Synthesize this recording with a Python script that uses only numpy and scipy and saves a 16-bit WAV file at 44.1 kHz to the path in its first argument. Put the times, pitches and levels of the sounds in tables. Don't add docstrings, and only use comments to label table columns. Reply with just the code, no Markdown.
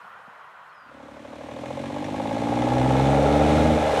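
import sys
import numpy as np
from scipy import signal
from scipy.io import wavfile

SR = 44100
rng = np.random.default_rng(int(sys.argv[2]) if len(sys.argv) > 2 else 0)


def boost_factor(decibels):
    exponent = np.asarray(decibels, float) / 20
    return 10 ** exponent


def wrap_up_sound(samples):
    columns = np.atleast_2d(samples).T
    tamed = np.clip(columns, -1, 1)
    steps = np.round(tamed * 32767).astype(np.int16)
    wavfile.write(sys.argv[1], SR, steps)


N = 176400


def rms_one(x):
    return x / np.sqrt(np.mean(x ** 2) + 1e-20)


def in_time(rows):
    times, *columns = np.transpose(rows)
    return [np.interp(np.arange(N) / SR, times, column) for column in columns]


def filtered(x, order, hz, kind):
    return signal.sosfilt(signal.butter(order, hz, kind, fs=SR, output="sos"), x)


def drift(rate_hz):
    step = 40
    pole = np.exp(-2 * np.pi * step * rate_hz / SR)
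    noise = rng.standard_normal(N // step + 2002)
    slow = signal.lfilter([1], [1, -2 * pole, pole * pole], noise)[2000:]
    return np.interp(np.arange(N) / step, np.arange(len(slow)), rms_one(slow))


def resonate(x, hz, width_hz):
    radius = np.exp(-np.pi * width_hz / SR)
    zeros = np.array([1, 0, -1]) * (1 - radius * radius) / 2
    poles = [1, -2 * radius * np.cos(2 * np.pi * hz / SR), radius * radius]
    return signal.lfilter(zeros, poles, x + 1e-18)


def body(x, modes):
    out = 0
    for k, (hz, width_hz, db) in enumerate(modes):
        out = out + (-1) ** k * boost_factor(db) * resonate(x, hz, width_hz)
    return out


# (frequency [Hz], side level against mid [dB])
SIDE_WIDTH = [(60, -71), (110, -72), (200, -44), (380, -36), (700, -29), (1290, -35), (2380, -21),
              (4400, -25.5), (8120, -27.5), (15000, -37)]


def coloured(spectrum, patchy_db):
    hz, db = np.transpose(spectrum)
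    side_hz, side_db = np.transpose(SIDE_WIDTH)
    edges = np.geomspace(hz[0], hz[-1], int(3 * np.log2(hz[-1] / hz[0])))
    white = rng.standard_normal((2, 2, N))
    out = 0
    for k, (low, high) in enumerate(zip(edges, edges[1:])):
        mid, side = filtered(white[k % 2], 2, [low, high], "band")
        centre = np.log(low * high) / 2
        gain = boost_factor(np.interp(centre, np.log(hz), db) + patchy_db * drift(15))
        side_gain = boost_factor(np.interp(centre, np.log(side_hz), side_db))
        out = out + gain * (mid + side_gain * side * [[1], [-1]])
    return rms_one(out)


# (time [s], level [dB])
ROAR_LEVEL = [(0, -44), (.15, -45.5), (.5, -46.5), (.85, -48), (1.3, -52.5), (2.2, -84)]
# (frequency [Hz], relative density [dB per Hz])
ROAR_SPECTRUM = [(24, -82), (40, -52), (59, -26.5), (183, -19), (306, -31), (487, -15.5), (638, -11),
                 (687, -11), (1240, -2), (2120, -19), (2920, -24), (4110, -37.5), (14000, -48.5)]


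def far_truck():
    return boost_factor(in_time(ROAR_LEVEL)[0]) * coloured(ROAR_SPECTRUM, patchy_db=1.3)


def thud():
    start_s, hz, width_hz, peak_db = 0.279, 183, 88, -45.5
    click = np.zeros(N)
    click[int(start_s * SR)] = 1
    ring = resonate(resonate(click, hz, width_hz), hz, 2 * width_hz)
    return boost_factor(peak_db) * ring / np.abs(ring).max()


# (start [s], length [s], first pitch [Hz], last pitch [Hz], peak level [dB])
WHISTLES = [(.69, .058, 4480, 4120, -68), (.735, .22, 5280, 4530, -67)]


def bird():
    bend = 1.8
    out = np.zeros(N)
    for start_s, length_s, from_hz, to_hz, db in WHISTLES:
        u = np.linspace(0, 1, int(length_s * SR))
        hz = to_hz + (from_hz - to_hz) * (1 - u) ** bend
        envelope = np.sin(np.pi * np.sqrt(u))
        tone = np.sin(2 * np.pi * np.cumsum(hz) / SR)
        out[int(start_s * SR):][:len(u)] += boost_factor(db) * envelope * tone
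    return out


def grown(db, db_per_hz, rate):
    return boost_factor(db + db_per_hz * (rate - 55))


def unevenness(rate):
    return np.interp(rate, [36, 44, 65, 73], [0.55, 1, 1, 0.35])


def firings(rate, pattern_db, scatter_db, jitter_s, uneven=1):
    hard_firing_s = 2.3095
    count = np.cumsum(rate) / SR
    count -= count[int(hard_firing_s * SR)]
    at = np.flatnonzero(np.diff(np.floor(count))) + 1
    late, strength = rng.standard_normal((2, len(at)))
    where = np.clip(at + (jitter_s * SR * late).astype(int), 0, N - 1)
    cylinder = np.floor(count[at]).astype(int) % 6
    by_cylinder_db = np.array(pattern_db)[cylinder] - np.mean(pattern_db)
    clicks = np.zeros(N)
    clicks[where] = boost_factor(by_cylinder_db * (uneven * np.ones(N))[at] + scatter_db * strength)
    return rms_one(clicks / np.sqrt(rate))


def swell(clicks, depth):
    decay_s = 0.008
    depth = np.clip(depth, 0, 1)
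    pulses = signal.lfilter([1], [1, -np.exp(-1 / (decay_s * SR))], clicks)
    return 1 - depth + depth * rms_one(pulses)


def rumble(rate):
    return grown(9, 0.1758, rate) * rms_one(filtered(rng.standard_normal(N), 2, 90, "low"))


# (frequency [Hz], relative density [dB per Hz])
CLATTER_SPECTRUM = [(530, 5), (900, -4), (955, -1.5), (1290, -12), (1540, -13), (2200, -8.5), (2760, -13.5),
                    (3670, -16), (5000, -22), (6050, -22), (8750, -27), (10700, -35.5), (15500, -105)]


def clatter(ticks):
    return boost_factor(14.5) * swell(ticks, 0.12) * coloured(CLATTER_SPECTRUM, patchy_db=0.45)


# (frequency [Hz], width [Hz], relative level [dB])
PANEL_MODES = [(1658, 118, 5.5), (2161, 120, 1.5), (2484, 125, -2), (3000, 110, -3), (3300, 52, -1),
               (3610, 260, -3.5), (4175, 150, -8), (5700, 140, -12), (6300, 200, -14), (7600, 500, -18),
               (10030, 1000, -22.5)]


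def panels(rate, ticks):
    uneven = unevenness(rate)
    buzz = swell(ticks, 0.75 * uneven) * rng.standard_normal(N)
    ringing = body(boost_factor(-6) * uneven * ticks + buzz, PANEL_MODES)
    return grown(7, 0.0321, rate) * rms_one(filtered(ringing, 2, [1400, 11000], "band"))


# (frequency [Hz], width [Hz], relative level [dB])
CAB_MODES = [(425, 51, -2), (545.3, 39.6, 0), (613.5, 36.5, -1), (724, 82, -6), (792, 31, -4),
             (1337, 150, -14.5)]


def cab_roar(knocks):
    rattle = swell(knocks, 0.42) * rng.standard_normal(N)
    return rms_one(filtered(body(rattle, CAB_MODES), 2, [400, 1400], "band"))


# (frequency [Hz], width [Hz], relative level [dB], growth [dB per Hz of firing rate])
BLOCK_MODES = [(555, 130, -1, -.2), (690, 130, -4, .05), (810, 110, -.5, .25), (1040, 120, -12, -.3)]


def block_knock(rate, knocks):
    ringing = 0
    for hz, width_hz, db, growth_db in BLOCK_MODES:
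        twice = resonate(resonate(knocks, hz, width_hz), hz, width_hz)
        ringing = ringing + grown(db, growth_db, rate) * twice
    return filtered(rms_one(ringing), 3, [460, 1140], "band")


def block(rate, knocks):
    cab_share = np.maximum(boost_factor(-7), grown(-6, 0.6, rate))
    return (block_knock(rate, knocks) + cab_share * cab_roar(knocks)) / np.sqrt(1 + cab_share ** 2)


CYLINDER_PUFFS = [-0.15, 1.5, -0.53, -4.1, 2.8, -0.09]
TAIL_PUFFS = [-3.5, 1.5, .5, -3, 1.5, 0]
# (frequency [Hz], width [Hz], relative level [dB])
PIPE_MODES = [(71.4, 15.4, -2.5), (130.3, 16, 3), (146.3, 46, -3.5)]
# (frequency [Hz], width [Hz], relative level [dB])
TAILPIPE_MODES = [(233.3, 53.5, 0), (296, 27.1, 3), (364, 24, -7.5)]


def exhaust(rate):
    pipe_flow, tail_flow = boost_factor(-19) * rng.standard_normal((2, N))
    pipe_puffs = firings(rate, CYLINDER_PUFFS, scatter_db=0.5, jitter_s=0.0001)
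    tail_puffs = firings(rate, TAIL_PUFFS, scatter_db=1, jitter_s=0.0002)
    deep = body(pipe_puffs + pipe_flow, PIPE_MODES)
    upper = body(tail_puffs + grown(4, -0.35, rate) * tail_flow, TAILPIPE_MODES)
    both = grown(0, 0.16, rate) * deep - upper
    notched = rms_one(both - resonate(both, 187.5, 23))
    lag_s = 0.0028
    return np.roll(filtered(notched, 3, 380, "low"), int(lag_s * SR))


# (time [s], firing rate [firings per s])
FIRING_RATE = [(.8, 33.9), (1.3, 37.2), (1.5, 38.95), (1.65, 42.8), (1.85, 46.9), (2.1, 51.1), (2.4, 56.7),
               (2.7, 62.15), (3.0, 67.1), (3.3, 72.2), (3.58, 76.75), (3.72, 78.1), (3.8, 76.3),
               (3.88, 74.7), (4.0, 73.6)]
# (time [s], overall gain [dB], exhaust gain before it [dB], knock gain before it [dB])
ENGINE_GAINS = [(.84, -75, 22, 16), (1.0, -69.5, 21, 21.5), (1.2, -65, 20, 18), (1.45, -61.5, 20.5, 21.5),
                (1.7, -57.5, 21.5, 23), (2.0, -56, 26, 22), (2.3, -53.5, 25, 24.5), (2.6, -51, 27, 25.5),
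                (2.85, -49.5, 29, 25), (3.05, -47, 27, 24), (3.3, -47.5, 25, 27), (3.55, -45, 25, 23.5),
                (3.72, -47, 28, 24.5), (3.82, -46.5, 18, 23.5), (3.92, -45, 10.5, 22), (4.0, -43.5, 14, 22)]
CYLINDER_KNOCKS = [0, -8, -8.5, -1, -7, -9]


def engine():
    rate, = in_time(FIRING_RATE)
    loud_db, exhaust_db, knock_db = in_time(ENGINE_GAINS)
    knocks = firings(rate, CYLINDER_KNOCKS, 1.3, 0.0002, unevenness(rate))
    ticks = firings(rate, CYLINDER_PUFFS, 1.3, 0.0004)
    noises = rumble(rate) + panels(rate, ticks) + clatter(ticks)
    parts = boost_factor(exhaust_db) * exhaust(rate) + boost_factor(knock_db) * block(rate, knocks) + noises
    fade_start_s, fade_length_s = 0.81, 0.13
    fade = np.clip((np.arange(N) / SR - fade_start_s) / fade_length_s, 0, 1)
    return fade * boost_factor(loud_db) * parts


def scene():
    return far_truck() + thud() + bird() + engine()


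def top_cut(x):
    return signal.sosfilt(signal.butter(12, 15710, fs=SR, output="sos"), x)


def record(dry):
    finished = filtered(dry, 3, 77, "high")
    return top_cut(finished)


dry = scene()
out = record(dry)
wrap_up_sound(out)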